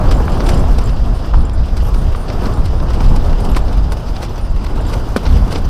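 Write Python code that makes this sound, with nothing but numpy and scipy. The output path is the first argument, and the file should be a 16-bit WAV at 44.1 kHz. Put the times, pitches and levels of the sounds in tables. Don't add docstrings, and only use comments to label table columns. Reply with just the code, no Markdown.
import sys
import numpy as np
from scipy import signal
from scipy.fft import rfft, irfft, next_fast_len
from scipy.io import wavfile
from scipy.ndimage import uniform_filter1d, map_coordinates

SR = 44100
rng = np.random.default_rng(int(sys.argv[2]) if len(sys.argv) > 2 else 0)


def master_out(mix):
    frames = np.transpose(np.atleast_2d(mix))
    ceiling = np.clip(frames, -1, 1)
    pcm = np.round(ceiling * 32767).astype(np.int16)
    wavfile.write(sys.argv[1], SR, pcm)


N = 250929

# t/s, nominal level/dB
WALL_LUMPS = [(0.0, -8), (0.4, -8), (0.7, -8.5), (0.74, -10.5), (0.95, -9.5), (1.17, -9.5), (1.25, -16.5),
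              (1.37, -5.5), (1.54, -15.5), (1.6, -8.5), (1.68, -22), (1.73, -11.5), (1.9, -10.5),
              (2.15, -12.5), (2.22, -19.5), (2.42, -12.5), (2.83, -13), (3.05, -7), (3.28, -12),
              (3.6, -11.5), (3.76, -16), (3.81, -9), (4.06, -23), (4.1, -13.5), (4.6, -16), (4.89, -13),
              (4.97, -7), (5.02, -19), (5.24, -14), (5.32, 0), (5.6, -16.5), (5.66, -8)]
# t/s, nominal roar level/dB, nominal fine hiss level/dB
WIND_LEVELS = [(0.04, -19, -49.5), (0.2, -23, -49), (0.5, -18.5, -45.5), (0.7, -23, -48.5), (0.9, -25, -51),
               (1.13, -27.5, -53), (1.48, -27.5, -60.5), (1.73, -29.5, -53.5), (1.88, -26.5, -50),
               (2.25, -27.5, -52.5), (2.45, -22, -48.5), (2.68, -29, -55), (2.9, -23, -51),
               (3.05, -24, -47), (3.5, -24.5, -53), (3.75, -26, -53), (4.05, -29, -53.5),
               (4.25, -28.5, -53.5), (4.55, -29.5, -56), (4.81, -25.5, -52.5), (5.21, -27, -48),
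               (5.38, -24, -48), (5.66, -27.5, -52.5)]
# f/Hz, level/dB
PUMP_SPECTRUM = [(7.1, -62), (12, 2), (27, 1), (42, 0), (68, -4), (136, -19), (200, -24.5), (260, -27),
                 (440, -120)]
ROAR_SPECTRUM = [(59, -58), (100, -3.5), (420, -15), (755, -17), (1110, -21.5), (1450, -26), (1840, -39),
                 (2400, -40.5), (3120, -64), (5280, -120)]
HISS_SPECTRUM = [(880, -15), (1500, -10), (1740, -5), (2250, -13.5), (2790, -5.5), (4230, -11.5),
                 (4970, -6.5), (6600, -24.5), (7500, -22), (9750, -34), (16500, -120)]
FINE_SPECTRUM = [(3530, -33), (6000, -2), (6840, -9.5), (9480, -8), (10900, -12.5), (14400, -11.5),
                 (15500, -17)]
# peak t/s, slap level/dB, crispness level/dB re slap, e-fold rise time/s, nominal t60/s
CLOTH_SNAPS = [(0.113, -25.5, -8.5, 0.0023, 0.12), (0.298, -46, -2, .01, .03),
               (0.406, -29, -26, .0045, .037), (0.466, -29, -8, .0024, .06),
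               (0.49, -21.5, -8, 0.0025, 0.08), (0.788, -27.5, -8.5, 0.0044, .035),
               (0.895, -34.5, -19, .003, .023), (1.17, -44, -4, .017, .08), (1.497, -35, -12, .002, 0.017),
               (1.656, -41, -7, .003, .13), (1.688, -39, -14, .008, .054), (1.769, -33.5, -8, .003, 0.13),
               (1.944, -31.5, -9, .003, 0.038), (2.301, -32, -26, .001, 0.062),
               (2.458, -28, -26, 0.0022, 0.07), (2.661, -31.5, -8, 0.0072, 0.057),
               (2.802, -35.5, -36, .001, 0.025), (2.904, -32, -12, .003, .063),
               (2.94, -35, -8, 0.0059, .127), (3.007, -27, -30, 0.0038, .03),
               (3.044, -35.5, -12, .003, .09), (3.163, -30.5, -7.5, .007, 0.055),
               (3.331, -35, -14, .003, .024), (3.404, -38.5, -2, .003, .08),
               (3.448, -34.5, -3.5, .004, 0.075), (3.564, -28.5, -4, .001, 0.11),
               (3.569, -27, -18, 0.011, .04), (3.684, -38.5, -22, .007, 0.13), (3.731, -34, -9, .005, .046),
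               (3.923, -28, -4, .0027, 0.052), (4.084, -38, -14, .004, .12),
               (4.166, -32.5, -26, .003, .023), (4.231, -30.5, -8.5, 0.012, 0.13),
               (4.645, -31.5, -7, 0.0039, 0.035), (4.667, -30.5, -20, .004, .02),
               (4.774, -36, -21, .0024, .023), (4.941, -28, -9, 0.013, 0.033), (5.109, -42, -8, .006, .054),
               (5.166, -23.5, -7.5, .0023, 0.055), (5.266, -28, -24, 0.014, 0.064),
               (5.371, -35.5, -12, .025, 0.15), (5.528, -28.5, -9.5, .012, 0.058),
               (5.56, -25.5, -21, .0075, .04), (5.586, -36.5, -9, .02, .067)]
# f/Hz, level/dB
THUD_SPECTRUM = [(100, -34), (250, -1), (900, -10.5), (1500, -11), (2400, -44)]
SLAP_SPECTRUM = [(1200, -38), (2000, 8.5), (3500, 5), (5000, 6.5), (6000, 1.5), (8000, -34)]
CRISP_SPECTRUM = [(5000, -25), (7000, -2), (8500, 0), (11000, -7), (15500, -12)]
# t/s, nominal peak level/dB,
# starting f/Hz, # decay to -60 dB [swings at the starting f]
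CLOTH_KNOCKS = [(0.204, -11, 520, 18), (.2805, -11, 950, 19), (0.489, -12.5, 1480, 25),
                (.640, -13, 710, 14), (1.3372, -10.5, 1150, 12.5), (1.343, -15.5, 960, 28),
                (2.149, -15, 1195, 15), (3.5488, -8, 2600, 5.5), (3.5665, -9.5, 1350, 11),
                (3.5705, -11.5, 1160, 29), (3.920, -19, 1185, 36), (4.031, -23, 760, 13),
                (4.804, -13, 700, 12), (5.1628, 2.5, 464, 4), (5.163, -5.5, 1500, 8),
                (5.1661, -6.5, 245, 10), (5.525, -15, 614, 10)]
# nominal t/s, free ringing time/s, nominal level/dB, favoured mode [0-2, may be fractional]
LONG_PULL_CONTACTS = [(0.012, 0.029, -52, 1), (0.147, .01, -44, 0), (0.16, .032, -45, 1),
                      (0.171, .015, -46, 0.078), (0.241, .015, -48, .1), (0.321, .02, -45, 0.13),
                      (0.335, .028, -46, 1), (0.376, .025, -48, 1), (0.455, .03, -38, .9),
                      (0.467, .012, -44, 0), (0.504, .065, -34, 0.52), (0.545, .015, -40, 0),
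                      (0.576, .015, -43, 0.18), (0.594, .012, -43, 0.11), (0.58, .075, -45, 1),
                      (0.84, .02, -39, .2), (0.86, .03, -40, 0.21), (0.905, .04, -50, 1),
                      (1.149, .08, -47, 1), (1.384, .03, -47, 1), (1.414, .018, -42, 1.4),
                      (1.454, .062, -41.5, 0.27), (1.536, .022, -39, 0.6), (1.835, .032, -36, 1.8),
                      (1.868, .03, -36, 2), (1.975, .062, -39.5, 1.25), (2.16, 0.045, -44, 1),
                      (2.203, .055, -44, 1), (2.539, .052, -40, 0.57), (2.985, .015, -50, .2),
                      (3.404, 0.094, -40, 1.3), (3.497, .022, -34, 1.8), (3.517, .025, -47, 0),
                      (3.651, .067, -45, 1.5), (4.382, .025, -48, 2), (4.412, .07, -45.5, 1),
                      (4.504, .017, -55, 0), (4.761, .047, -53, .2), (4.809, .012, -41, .6),
                      (4.868, .027, -47, 0), (4.878, .015, -40, 2), (4.978, .03, -49, 1),
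                      (4.896, 0.034, -39, 1.6), (5.327, .02, -49, 2), (5.367, .062, -41, 2),
                      (5.452, .032, -46, 1.7), (5.509, .015, -43, 1), (5.552, .03, -48, 0)]
# nominal t/s, nominal level/dB, favoured mode [0-1, may be fractional]
SHORT_PULL_CONTACTS = [(0.147, -58, 1), (2.938, -46, .6), (3.374, -48, .6), (4.237, -33, .2),
                       (4.295, -37, .3), (4.359, -39, 0), (4.38, -45, 0), (4.896, -52, .1), (5.075, -50, 1),
                       (5.09, -45, .2), (5.125, -43, .3), (5.312, -47, .4), (5.652, -34, 0.06)]
# mean f/Hz, relative level/dB, free t60/s, standard deviation of f [share of f]
LONG_PULL_MODES = [(7440, 0, 0.064, 0.0043), (9200, -8, 0.46, 0.0012), (11430, -10, 0.2, .0015)]
SHORT_PULL_MODES = [(5960, -0.5, 0.027, .006), (14250, -7, .06, .004)]
# f/Hz, level/dB
TICK_SPECTRUM = [(5500, -30), (7000, 6), (9500, -4), (12500, -13), (15500, -20)]

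LUMP_KNOTS_PER_S, LUMP_SWING_DB = 14, 1.5
HISS_MEAN_DB, HISS_FROM_ROAR, HISS_FROM_FINE = -41.5, .3, 0.33
THUD_RE_SLAP_DB = 6
MODE_FALL_DB = 15
LIGHT_MIN_DB, LIGHT_MEAN_FREE_S = -54.5, .025
TOP_HZ = 15300


def pumping():
    level_db = curves(WALL_LUMPS)[0] + LUMP_SWING_DB * wobble(LUMP_KNOTS_PER_S)
    swing = amp(level_db) * rush(PUMP_SPECTRUM, patchy_db=-0.04)
    return swing / (1 + (swing / .95) ** 4) ** (1 / 4)


def wind():
    roar_db, fine_db = curves(WIND_LEVELS)
    roar_swing_db, fine_swing_db = roar_db - roar_db.mean(), fine_db - fine_db.mean()
    hiss_db = HISS_MEAN_DB + HISS_FROM_ROAR * roar_swing_db + HISS_FROM_FINE * fine_swing_db
    flutter = wobble(13)
    wide = rustle(count=170, spread_db=5, t60=0.074)
    narrow = rustle(count=170, spread_db=4, t60=0.045)

    roar_gain = amp(roar_db + .5 * flutter) * (1.102 + 0.17 * narrow)
    hiss_gain = amp(hiss_db + 0.1 * flutter) * (0.79 + 0.31 * wide)
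    fine_gain = amp(fine_db + 0.49 * flutter) * (0.68 + 0.13 * wide + 0.34 * narrow)
    roar = roar_gain * rush(ROAR_SPECTRUM, patchy_db=1.03)
    hiss = hiss_gain * rush(HISS_SPECTRUM, patchy_db=1.65)
    fine = fine_gain * rush(FINE_SPECTRUM, patchy_db=1.2)
    return roar + hiss + fine


def rustle(count, spread_db, t60):
    where, size = rng.random(count), rng.standard_normal(count)
    energy = amp(spread_db * np.tanh(size / 2) * 2) ** 2
    folds = np.bincount((where * N).astype(int), energy, N)
    t = np.arange(SR // 10) / SR
    fold_shape = amp(-120 * t / t60) * (1 - np.exp(-t / 0.0097))
    return unit(np.sqrt(np.abs(signal.fftconvolve(folds, fold_shape)[:N])))


def snaps():
    lead = SR // 20
    out, t = np.zeros(N + SR), (np.arange(SR // 5) - lead) / SR
    for s, db, crisp_db, rise, t60 in CLOTH_SNAPS:
        unevenness = uniform_filter1d(rng.standard_normal(len(t)), size=40) * np.sqrt(40)
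        creases = amp(3.16 * unevenness)
        parts = (THUD_SPECTRUM, THUD_RE_SLAP_DB, 1.1), (SLAP_SPECTRUM, 0, 1), (CRISP_SPECTRUM, crisp_db, .9)
        for spectrum, part_db, life in parts:
            shape = np.where(t < 0, np.exp(t / rise), amp(-60 * t / (life * t60)))
            crackle = unit(coloured(rng.standard_normal(len(t)) * creases, spectrum))
            out[round(s * SR):][:len(t)] += amp(db + part_db) * shape * crackle
    return out[lead:N + lead]


def knocks():
    out, t = np.zeros(N + SR), np.arange(SR // 20) / SR
    for s, db, hz, swings in CLOTH_KNOCKS:
        cycles = hz * t * (1 - 12 * t) + 0.015 * rng.standard_normal()
        swing = np.sin(2 * np.pi * cycles)
        slap_spectrum = [(hz / 3, -20), (hz / 1.8, 0), (hz * 1.4, -3), (hz * 4, -25)]
        slap = unit(coloured(rng.standard_normal(len(t)), slap_spectrum))
        shape = amp(db - 60 * t * hz / swings) * (1 - np.exp(-t / 0.00017))
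        out[round(s * SR):][:len(t)] += shape * (swing + 0.51 * slap)
    return out[:N]


def jingle(contacts, modes, tick_db):
    out, t = np.zeros(N + SR), np.arange(SR // 6) / SR
    for s, free, db, favoured in contacts:
        damping = amp(-60 * np.maximum(t - free, 0) / .025)
        gate = (1 - np.exp(-t / 0.00049)) * damping
        levels = [db + own_db - MODE_FALL_DB * abs(k - favoured) for k, (_, own_db, *_) in enumerate(modes)]
        tick = unit(coloured(rng.standard_normal(len(t)), TICK_SPECTRUM))
        sound = amp(levels[0] + tick_db - 60 * t / 0.016) * tick
        for level_db, (hz, _, t60, scatter) in zip(levels, modes):
            pitch = hz * (1 + scatter * rng.standard_normal())
            sound = sound + amp(level_db + 6.0 - 60 * t / t60) * gate * np.sin(2 * np.pi * pitch * t)
        start = max(round((s - .001) * SR), 0)
        out[start:][:len(t)] += sound
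    return out[:N]


def touches(count):
    return [(a * N / SR, LIGHT_MEAN_FREE_S * (.5 + b), LIGHT_MIN_DB + 5 * c, round(2 * d))
            for a, b, c, d in rng.random((count, 4))]


def rush(spectrum, patchy_db):
    z = signal.stft(rng.standard_normal(N + 512), nperseg=512)[2]
    field = uniform_filter1d(rng.standard_normal(z.shape), size=7, axis=0)
    field = uniform_filter1d(field, size=8, axis=1)
    patchy = signal.istft(z * amp(patchy_db * unit(field)), nperseg=512)[1][:N]
    return unit(coloured(patchy, spectrum))


def coloured(x, points):
    m = next_fast_len(len(x) + 8192)
    f, db = np.transpose(points)
    log_f = np.log(np.fft.rfftfreq(m, 1 / SR) + 1)
    gain = amp(np.interp(log_f, np.log(f + 1), db, -120, -120))
    return irfft(rfft(x, m) * gain, m)[:len(x)]


def wobble(rate):
    return map_coordinates(rng.standard_normal(N // 100), [np.arange(N) * rate / SR])


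def curves(rows):
    s, *columns = np.transpose(rows)
    return [np.interp(np.arange(N) / SR, s, column) for column in columns]


def amp(db):
    return 10 ** (np.asarray(db) / 20)


def unit(x):
    return x / np.sqrt(np.mean(x ** 2) + 1e-20)


def scene():
    long_pull = jingle(LONG_PULL_CONTACTS + touches(count=22), LONG_PULL_MODES, tick_db=8)
    short_contacts = [(s, .014, db, favoured) for s, db, favoured in SHORT_PULL_CONTACTS]
    short_pull = jingle(short_contacts, SHORT_PULL_MODES, tick_db=-15)
    return (pumping() + wind() + snaps() + knocks() + long_pull + short_pull)[None]


def record(dry):
    clipped = dry / (1 + np.abs(dry) ** 12) ** (1 / 12)
    m = next_fast_len(N + 8192)
    passband = np.fft.rfftfreq(m, 1 / SR) < TOP_HZ
    return irfft(rfft(clipped, m) * passband, m)[:, :N]


dry = scene()
out = record(dry)
master_out(out)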